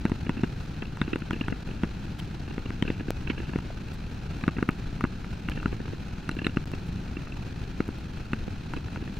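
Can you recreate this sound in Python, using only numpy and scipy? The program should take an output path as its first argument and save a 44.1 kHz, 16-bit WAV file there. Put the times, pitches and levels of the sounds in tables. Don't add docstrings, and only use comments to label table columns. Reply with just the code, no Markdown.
import sys
import numpy as np
from scipy import signal
from scipy.fft import rfft, irfft
from scipy.io import wavfile

SR = 44100
rng = np.random.default_rng(int(sys.argv[2]) if len(sys.argv) > 2 else 0)


def unload_audio(sound):
    columns = np.transpose(np.atleast_2d(sound))
    steps = np.round(np.clip(columns, -1, 1) * 32767)
    wavfile.write(sys.argv[1], SR, steps.astype(np.int16))


N = 405279
SHORT = np.arange(2646) / SR

# pitch_hz, level_db, fade_s
SHAFT_MODES = [(2440, 1, 0.0053), (2698, 2.5, 0.017), (2900, 1.5, 0.0081), (2970, -1.5, 0.008),
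               (3840, -17.5, 0.011)]


def from_db(db):
    return 10 ** (np.asarray(db) / 20)


def at_level(x, db):
    energy = np.mean(np.sum(x ** 2, axis=-1))
    return from_db(db) * x / np.sqrt(energy / (.005 * SR) + 1e-20)


def add(out, start_s, sound):
    at = max(round(start_s * SR), 0)
    out[:, at:at + len(SHORT)] += sound[..., :N - at]


def butter(x, hz, kind, order=2):
    return signal.sosfilt(signal.butter(order, hz, kind, fs=SR, output="sos"), x)


def swell(middle_s, half_s):
    return np.exp(-.5 * np.minimum(((np.arange(N) / SR - middle_s) / half_s) ** 2, 100))


def swells(rows):
    return sum(from_db(db) * swell(middle_s, half_s) for middle_s, half_s, db in rows)


def ring(modes, vary_db, detune, side_db):
    hz, db, fade_s = np.transpose(modes)[:, :, None]
    strength, shift, side, angle = rng.standard_normal((4, len(modes), 1))
    phase = 2 * np.pi * hz * (1 + detune * shift) * SHORT
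    fade = from_db(db + vary_db * strength - 60 * SHORT / fade_s)
    signs = (-1) ** np.arange(len(modes))[:, None]
    common = np.sum(fade * np.sin(phase) * signs, axis=0)
    opposed = from_db(side_db) * np.sum(fade * side * np.sin(phase + np.pi * angle), axis=0)
    return common + opposed * np.array([[1], [-1]])


def bounce(sound, spread_s, count, share):
    when, size = rng.random((2, count))
    force = np.zeros(len(SHORT))
    force[0] = 1
    np.add.at(force, (when * spread_s * SR).astype(int), share * (2 * size - 1))
    return signal.fftconvolve(sound, force[None], axes=1)[:, :len(SHORT)]


def hum_and_hiss(flutter_db):
    # pitch_hz, common_db, opposed_db
    spectrum = [(40, -57, -80), (115, -58, -77.5), (174, -60.5, -78.5), (306.4, -69, -79.5),
                (595, -84, -86.5), (840, -81.5, -82), (1110, -89.5, -86), (1320, -87, -96.5),
                (3170, -90.5, -96), (4560, -94.5, -100), (6480, -99.5, -103), (7470, -106, -110),
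                (10440, -112.5, -115.5), (15700, -116, -118)]
    # pitch_hz, half_width_hz, boost_db
    peaks = [(1473, 212, 7.5), (2550, 194, 7), (4125, 210, 6)]
    # middle_s, half_length_s, change_db
    dips = [(1.643, 0.004, -15), (2.71, 0.0016, -19), (4.505, 0.0018, -15), (4.705, 0.0032, -26),
            (6.65, 0.0037, -21)]
    hz = np.maximum(np.fft.rfftfreq(N, 1 / SR), 1)
    points_hz, common_db, opposed_db = np.transpose(spectrum)
    peaks_db = sum(db * np.exp(-.5 * ((hz - centre) / width) ** 2) for centre, width, db in peaks)

    def noise(db, peak_share):
        gain = from_db(np.interp(np.log(hz), np.log(points_hz), db) + peak_share * peaks_db)
        return irfft(rfft(rng.standard_normal(N)) * gain, N) * np.sqrt(SR / 2)

    air = noise(common_db, 0.78) + noise(opposed_db, 0.44) * np.array([[1], [-1]])
    air += butter(air, 90, "low", order=1) * np.array([[.13], [-.13]])
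    flutter = butter(rng.standard_normal(N), 63, "low")
    dip_db = sum(db * swell(middle_s, half_s) for middle_s, half_s, db in dips)
    return air * from_db(flutter_db * flutter / flutter.std() + dip_db)


def bench_thud(push_s, hz, width_hz, dip_share):
    push = np.sin(np.pi * np.minimum(SHORT / push_s, 1)) ** 2
    decay = np.exp(-np.pi * width_hz / SR)
    resonance = [1, -2 * decay * np.cos(2 * np.pi * hz / SR), decay * decay]
    swing = -signal.lfilter([1, 0, -1], resonance, push)
    swing /= np.abs(swing).max()
    return swing + (1 - dip_share) * swing ** 2


def mallet():
    # start_s, thud_db, push_s, body_db, knock_db, clack_db, steel_db,
    # hardness_db (snap above an ordinary blow), snap_hz, ping_db, tick_db
    blows = [(0.0523, -15, 0.0039, -32, -35.5, -35, -41.5, 10, 3770, -54, -56),
             (0.096, -33, 0.0032, -40.5, -47, -55, -58, -4, 3500, -57, -61),
             (0.1175, -18, .0037, -38.5, -42, -40, -45, 5, 3750, -63, -67),
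             (0.2933, -18.5, 0.0041, -32.5, -36, -34.5, -40, 12, 3380, -55, -57),
             (0.4343, -15.5, 0.0038, -36.5, -39, -43, -43, 8, 3680, -57, -62),
             (0.9708, -37, 0.007, -41, -43, -48, -51, -10, 3550, -63, -61),
             (1.015, -18.5, .0041, -35, -27, -30.5, -41, 22, 3640, -59, -58),
             (1.158, -23.5, 0.0027, -38, -34.5, -38, -42, 8, 3700, -68, -58),
             (1.3079, -23, 0.0041, -34, -29.5, -34.5, -47.5, 13, 3280, -53.5, -57),
             (1.482, -24, .0035, -35, -31, -37, -45, 10, 3300, -64, -57),
             (1.834, -17.5, 0.004, -35.5, -34.5, -38, -42, 11, 3270, -58, -59),
             (2.5797, -25, 0.003, -45, -41, -42, -46, 0, 3450, -75, -76),
             (2.704, -25, 0.0038, -44, -39, -40, -51, 0, 3300, -63, -64),
             (2.8241, -17, 0.0039, -36, -40, -31, -52, 25, 3090, -52, -53),
             (2.9019, -20.5, 0.0028, -42, -51, -37, -39, 10, 3420, -70, -72),
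             (3.5585, -19.5, 0.0031, -45, -40, -40, -46, -3, 3550, -67, -67),
             (3.5867, -33, 0.0034, -41, -41, -44, -49, 1, 3300, -62, -62),
             (4.4789, -15, 0.0038, -37, -26.5, -32.5, -41, 12, 3700, -55, -57),
             (4.5839, -23.5, 0.0038, -46, -36.5, -41, -48, -4, 3250, -75, -76),
             (4.6262, -17, 0.0032, -41, -28.5, -35, -41, 4, 4000, -57, -61),
             (4.689, -17, 0.0039, -36, -25.5, -30, -37, 3, 3170, -60, -52),
             (5.008, -29.5, 0.0031, -39, -31.5, -39, -47, 2, 3250, -59, -59),
             (5.0393, -15, 0.004, -36, -27.5, -34, -43, 1, 3800, -58, -60),
             (5.244, -39, 0.0034, -49, -42.5, -45, -63.5, -9, 3800, -69, -71),
             (5.4859, -24.5, 0.0044, -42, -33, -36, -36, 6, 3230, -64, -63),
             (5.6286, -46, 0.0043, -44, -37, -53, -56, -10, 3500, -68, -69),
             (5.6576, -18, 0.0039, -37, -26, -38, -38.5, 5, 4070, -62, -64),
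             (5.879, -35, 0.0032, -50, -42.5, -57, -50, -20, 3250, -75, -76),
             (6.2913, -25, 0.0038, -39, -28.5, -34.5, -39.5, 11, 4050, -46, -51.5),
             (6.4665, -19, 0.0032, -41, -28, -29.5, -29.5, 24, 3930, -57, -52),
             (6.5699, -16.5, 0.0039, -41, -30, -37, -34, 2, 3850, -57, -69),
             (7.8035, -17, 0.0032, -45, -31, -36.5, -46, 2, 4020, -65, -67),
             (7.888, -24, 0.0034, -44.5, -44, -53, -63.5, -14, 4050, -75, -76),
             (8.3321, -20, 0.004, -38.5, -29.5, -34, -34.5, 7, 3600, -61, -59),
             (8.7356, -29, 0.0043, -35, -33.5, -41.5, -47, 3, 3100, -59, -60),
             (8.959, -39, .0037, -40, -37.5, -44, -46, -5, 3800, -63, -64)]
    # pitch_hz, level_db, fade_s
    body_modes = [(630, 2, 0.0018), (945, -0.5, 0.015)]
    knock_modes = [(1230, 4, 0.017), (1450, 13, 0.013), (1733, -6.5, 0.015)]
    clack_modes = [(1893, 12, 0.0066), (2250, 0.9, 0.012)]
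    stamp_modes = [(2656, 2, 0.017), (2880, -7, 0.011)]
    ping_modes = [(4840, -9, 0.0056), (5920, -2.5, 0.0069)]
    tick_modes = [(7140, -13, 0.0073), (7700, -8, 0.0065), (8200, -9, 0.0068), (10170, -6, 0.003),
                  (13400, -16, 0.0045)]
    # pitch_ratio, level_db, fade_s
    snap_modes = [(.91, 5, 0.003), (1, 16.5, 0.0051), (1.05, 5, 0.0065)]
    ordinary_snap_db, thud_lead_s = -56, 0.00049
    out = np.zeros((2, N))
    for (start_s, thud_db, push_s, body_db, knock_db, clack_db, steel_db,
         hardness_db, snap_hz, ping_db, tick_db) in blows:
        steel = ring(stamp_modes, vary_db=2, detune=.015, side_db=-15)
        body = ring(body_modes, vary_db=2.5, detune=.03, side_db=-11)
        knock = ring(knock_modes, vary_db=2.5, detune=.018, side_db=-17)
        clack = ring(clack_modes, vary_db=2.5, detune=.015, side_db=-14)
        snap = ring(np.array(snap_modes) * [snap_hz, 1, 1], vary_db=2, detune=.01, side_db=-11)
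        ping = ring(ping_modes, vary_db=2, detune=.01, side_db=-6)
        tick = ring(tick_modes, vary_db=2.5, detune=.015, side_db=-6)
        snap = bounce(snap, spread_s=.002, count=3, share=.3)
        ping = bounce(ping, spread_s=.002, count=3, share=.31)
        tick = bounce(tick, spread_s=.0017, count=3, share=.96)
        parts = [(body_db, -body, [450, 1200]), (knock_db, -knock, [950, 2100]),
                 (clack_db, clack, [1650, 3100]), (steel_db, steel, [2200, 3300]),
                 (ordinary_snap_db + hardness_db, snap, [2700, 4400]),
                 (ping_db, ping, [4600, 7000]), (tick_db, tick, [6500, 15000])]
        for db, sound, band_hz in parts:
            add(out, start_s, at_level(butter(sound, band_hz, "band"), db))
        thud = bench_thud(push_s, hz=210, width_hz=690, dip_share=0.9)
        add(out, start_s - thud_lead_s, at_level(thud, thud_db) * from_db([[.7], [.2]]))
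    return out


def reflections(x):
    # delay_s, left_db, right_db
    echoes = [(.0041, -16.5, -33), (.0058, -68, -23.5), (.0083, -54, -54), (0.0122, -23.5, -36)]
    dull = butter(x, 5100, "low")
    out = np.zeros((2, N))
    for delay_s, left_db, right_db in echoes:
        delayed = np.pad(dull, ((0, 0), (round(delay_s * SR), 0)))[:, :N]
        out += from_db([[left_db], [right_db]]) * delayed
    return out


def tool_rattles():
    # start_s, bench_db, clatter_db, shaft_db
    rattles = [(0.058, -29, -35.5, -42), (0.265, -25.5, -42, -39.5), (0.301, -29, -44, -46.0),
               (0.368, -29, -40, -45), (0.376, -35, -47, -43), (0.392, -27, -48, -45),
               (0.439, -25, -32, -39), (0.821, -29, -36, -34), (0.827, -41, -41, -46),
               (0.854, -55, -53, -42), (1.021, -45, -43, -41), (1.037, -52.0, -50, -45),
               (1.077, -27, -38.5, -43), (1.131, -21.5, -33, -28.5), (1.139, -49, -52, -42.5),
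               (1.219, -27.5, -40, -42.5), (1.33, -28.5, -38, -34.0), (1.339, -32, -43.5, -39),
               (1.361, -32, -45, -44), (1.41, -21, -36, -27.5), (1.437, -47, -43, -42),
               (1.46, -41, -58.0, -46), (1.498, -31, -46.0, -48.0), (1.523, -22, -34.5, -38),
               (1.688, -30, -47.0, -45.5), (1.71, -37, -48, -42.5), (1.84, -29, -39, -46),
               (2.477, -36, -44, -47), (2.507, -29.5, -40, -43.5), (2.657, -30, -42.5, -40.5),
               (2.85, -27, -39, -45.5), (2.877, -28, -36, -31), (2.882, -31, -41, -49),
               (2.996, -31, -41, -43), (3.006, -28.5, -40, -45), (3.082, -26.5, -41, -50),
               (3.272, -34, -37.5, -32), (3.299, -21, -36, -46), (3.377, -31, -41, -37.5),
               (3.401, -30, -40, -43.0), (3.432, -33.5, -46, -57), (3.492, -29, -39, -44),
               (3.533, -31, -36, -43), (4.41, -52, -43, -43), (4.436, -24.5, -31.5, -40),
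               (4.485, -33, -31, -42), (4.566, -28, -40, -42), (4.588, -27.5, -36, -46.5),
               (4.696, -45, -39, -41), (5.048, -30, -31, -44), (5.516, -29, -40.0, -36),
               (5.573, -27, -36, -45), (5.599, -46, -42, -42), (5.662, -36, -55, -53.5),
               (5.726, -29, -38, -43), (5.801, -25.5, -43, -54), (5.854, -36, -41, -50.0),
               (5.932, -29.5, -50, -54), (6.313, -34, -50, -38.5), (6.366, -29, -43, -43),
               (6.388, -29.5, -35, -33), (6.416, -28.5, -37, -41), (6.444, -30, -36, -29),
               (6.453, -32, -45, -41.5), (6.494, -28, -45, -43), (6.734, -28, -39, -38),
               (7.167, -28.5, -43, -36.5), (7.27, -42, -39.5, -48.0), (7.321, -35, -52, -39),
               (8.478, -26, -41.5, -58), (8.764, -27.5, -39, -38.5), (8.771, -30.5, -52.0, -42),
               (8.881, -38, -41.5, -52), (8.971, -28.5, -47, -48), (9.023, -30, -45, -49),
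               (9.075, -34, -42.5, -48)]
    # pitch_hz, level_db, fade_s
    bench_modes = [(235, -0.5, 0.012), (325, -2.5, 0.016), (476, -8.5, 0.0064)]
    clatter_modes = [(810, 7.5, 0.0031), (1270, -4, 0.017), (1517, -0.5, 0.014), (1714, 1.5, 0.015),
                     (2160, -8, 0.011)]
    build_up = 1 - np.exp(-SHORT / 0.00071)
    out = np.zeros((2, N))
    for start_s, bench_db, clatter_db, shaft_db in rattles:
        bench = ring(bench_modes, vary_db=2.5, detune=.05, side_db=-14)
        clatter = ring(clatter_modes, vary_db=2, detune=.035, side_db=-10)
        shaft = ring(SHAFT_MODES, vary_db=2, detune=.02, side_db=-13)
        clatter = bounce(clatter, spread_s=.0048, count=7, share=1.4)
        shaft = bounce(shaft, spread_s=.00375, count=5, share=.7)
        grit = butter(rng.standard_normal(len(SHORT)), [900, 4300], "band")
        grit *= from_db(-60 * SHORT / 0.011)
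        steel = at_level(clatter, clatter_db) + at_level(shaft, shaft_db) + at_level(grit, shaft_db - 27)
        add(out, start_s, at_level(butter(bench, 473, "low", order=4), bench_db))
        add(out, start_s, butter(steel * build_up, 3700, "low", order=3))
    return out


def friction(strokes, modes, slips_per_s):
    grains = np.zeros((2, N))
    for mode in modes:
        slips = (rng.random(N) < slips_per_s / SR) * rng.standard_normal(N)
        tone = ring([mode], vary_db=0, detune=0, side_db=-10)
        grains += signal.oaconvolve(butter(tone, 1200, "high"), slips[None], axes=1)[:, :N]
    return swells(strokes) * butter(grains, 4400, "low") / grains.std()


def tool_chatter():
    # middle_s, half_length_s, level_db
    rubs = [(.36, 0.054, -57), (1.1, 0.066, -60), (1.39, 0.068, -58), (2.9, .05, -51), (3.45, 0.14, -57),
            (5.56, 0.056, -54), (6.42, 0.039, -54)]
    return friction(rubs, SHAFT_MODES, slips_per_s=210)


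def tool_tinks():
    # start_s, level_db
    tinks = [(.349, -58), (.855, -56), (1.412, -57), (4.411, -55), (4.437, -50), (6.313, -44.5),
             (6.367, -54), (6.39, -53), (6.445, -41.5), (6.453, -55)]
    # pitch_hz, level_db, fade_s
    tip_modes = [(4020, 4, 0.014), (4380, -4, 0.008), (7760, -13, 0.005), (10400, -21, 0.003)]
    out = np.zeros((2, N))
    for start_s, db in tinks:
        tink = ring(tip_modes, vary_db=2, detune=.015, side_db=-8)
        tink = bounce(tink, spread_s=.0047, count=4, share=1)
        add(out, start_s, at_level(butter(tink, 3400, "high"), db))
    return out


def strap_slides():
    # middle_s, half_length_s, level_db
    slides = [(.63, 0.061, -54), (2.195, 0.0064, -36), (2.247, .006, -49), (3.942, 0.0075, -42),
              (4.113, 0.035, -56), (4.378, 0.033, -54), (6.877, 0.013, -47), (8.22, .025, -66)]
    noise = rng.standard_normal(N) + 0.63 * rng.standard_normal((2, N))
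    top = butter(noise, [2500, 10500], "band", order=1) * from_db(-13)
    swish = butter(noise, [600, 4200], "band") * from_db(-3.5)
    return swells(slides) * (top + swish)


def stamp_clinks():
    # start_s, level_db
    clinks = [(.822, -43.5), (2.194, -45), (2.2, -41)]
    # pitch_hz, level_db, fade_s
    clink_modes = [(3110, 13, .013), (3380, -25, .006)]
    out = np.zeros((2, N))
    for start_s, db in clinks:
        clink = ring(clink_modes, vary_db=1.5, detune=.008, side_db=-10)
        add(out, start_s, at_level(butter(clink, 2400, "high"), db))
    return out


def clicks_and_pop():
    # start_s, level_db
    clicks = [(1.191, -38), (1.333, -37), (4.708, -35.5), (5.498, -28), (6.352, -39), (6.657, -34.5),
              (6.717, -32.5), (7.88, -35), (7.985, -38)]
    # start_s, peak_db, length_s
    pop = [(3.1056, -13.5, 0.0011)]
    out = np.zeros((2, N))
    for start_s, db in clicks:
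        add(out, start_s, at_level(np.exp(-SHORT / 0.0034), db))
    for start_s, db, length_s in pop:
        add(out, start_s, from_db(db) * (1 - np.minimum(SHORT / length_s, 1) ** 3))
    return out


def stamp_scrapes():
    # middle_s, half_length_s, level_db
    scrapes = [(3.301, 0.0021, -30.5), (3.308, 0.002, -30.5), (3.317, 0.0036, -41)]
    # pitch_hz, level_db, fade_s
    face_modes = [(890, 4, 0.0053), (1730, 1, 0.0065), (2190, 1, 0.007), (2960, -0.5, 0.011),
                  (3200, -14, 0.0057), (4100, -13, 0.005)]
    return friction(scrapes, face_modes, slips_per_s=3400)


def mallet_set_down():
    # start_s, level_db, pitch_hz, fade_s
    set_down = [(3.703, -37.5, 654, 0.0088)]
    out = np.zeros((2, N))
    for start_s, db, hz, fade_s in set_down:
        knock = np.sin(2 * np.pi * hz * SHORT) * from_db(-60 * SHORT / fade_s)
        add(out, start_s, at_level(butter(knock, [450, 950], "band"), db))
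    return out


def bench_rumbles():
    # middle_s, half_length_s, level_db
    rumbles = [(6.89, 0.087, -36.5), (9.1, 0.032, -40)]
    groan = butter(rng.standard_normal(N), [115, 205], "band")
    return swells(rumbles) * groan / groan.std()


def scene():
    work = tool_chatter() + stamp_scrapes() + mallet() + tool_rattles() + tool_tinks() + stamp_clinks()
    background = hum_and_hiss(flutter_db=1.87)
    small_sounds = strap_slides() + clicks_and_pop() + mallet_set_down() + bench_rumbles()
    return background + work + reflections(work) + small_sounds


def record(dry):
    treble_cut = signal.ellip(10, .1, 80, 15850, fs=SR, output="sos")
    return signal.sosfilt(treble_cut, butter(dry, 7.4, "high"))


dry = scene()
out = record(dry)
unload_audio(out)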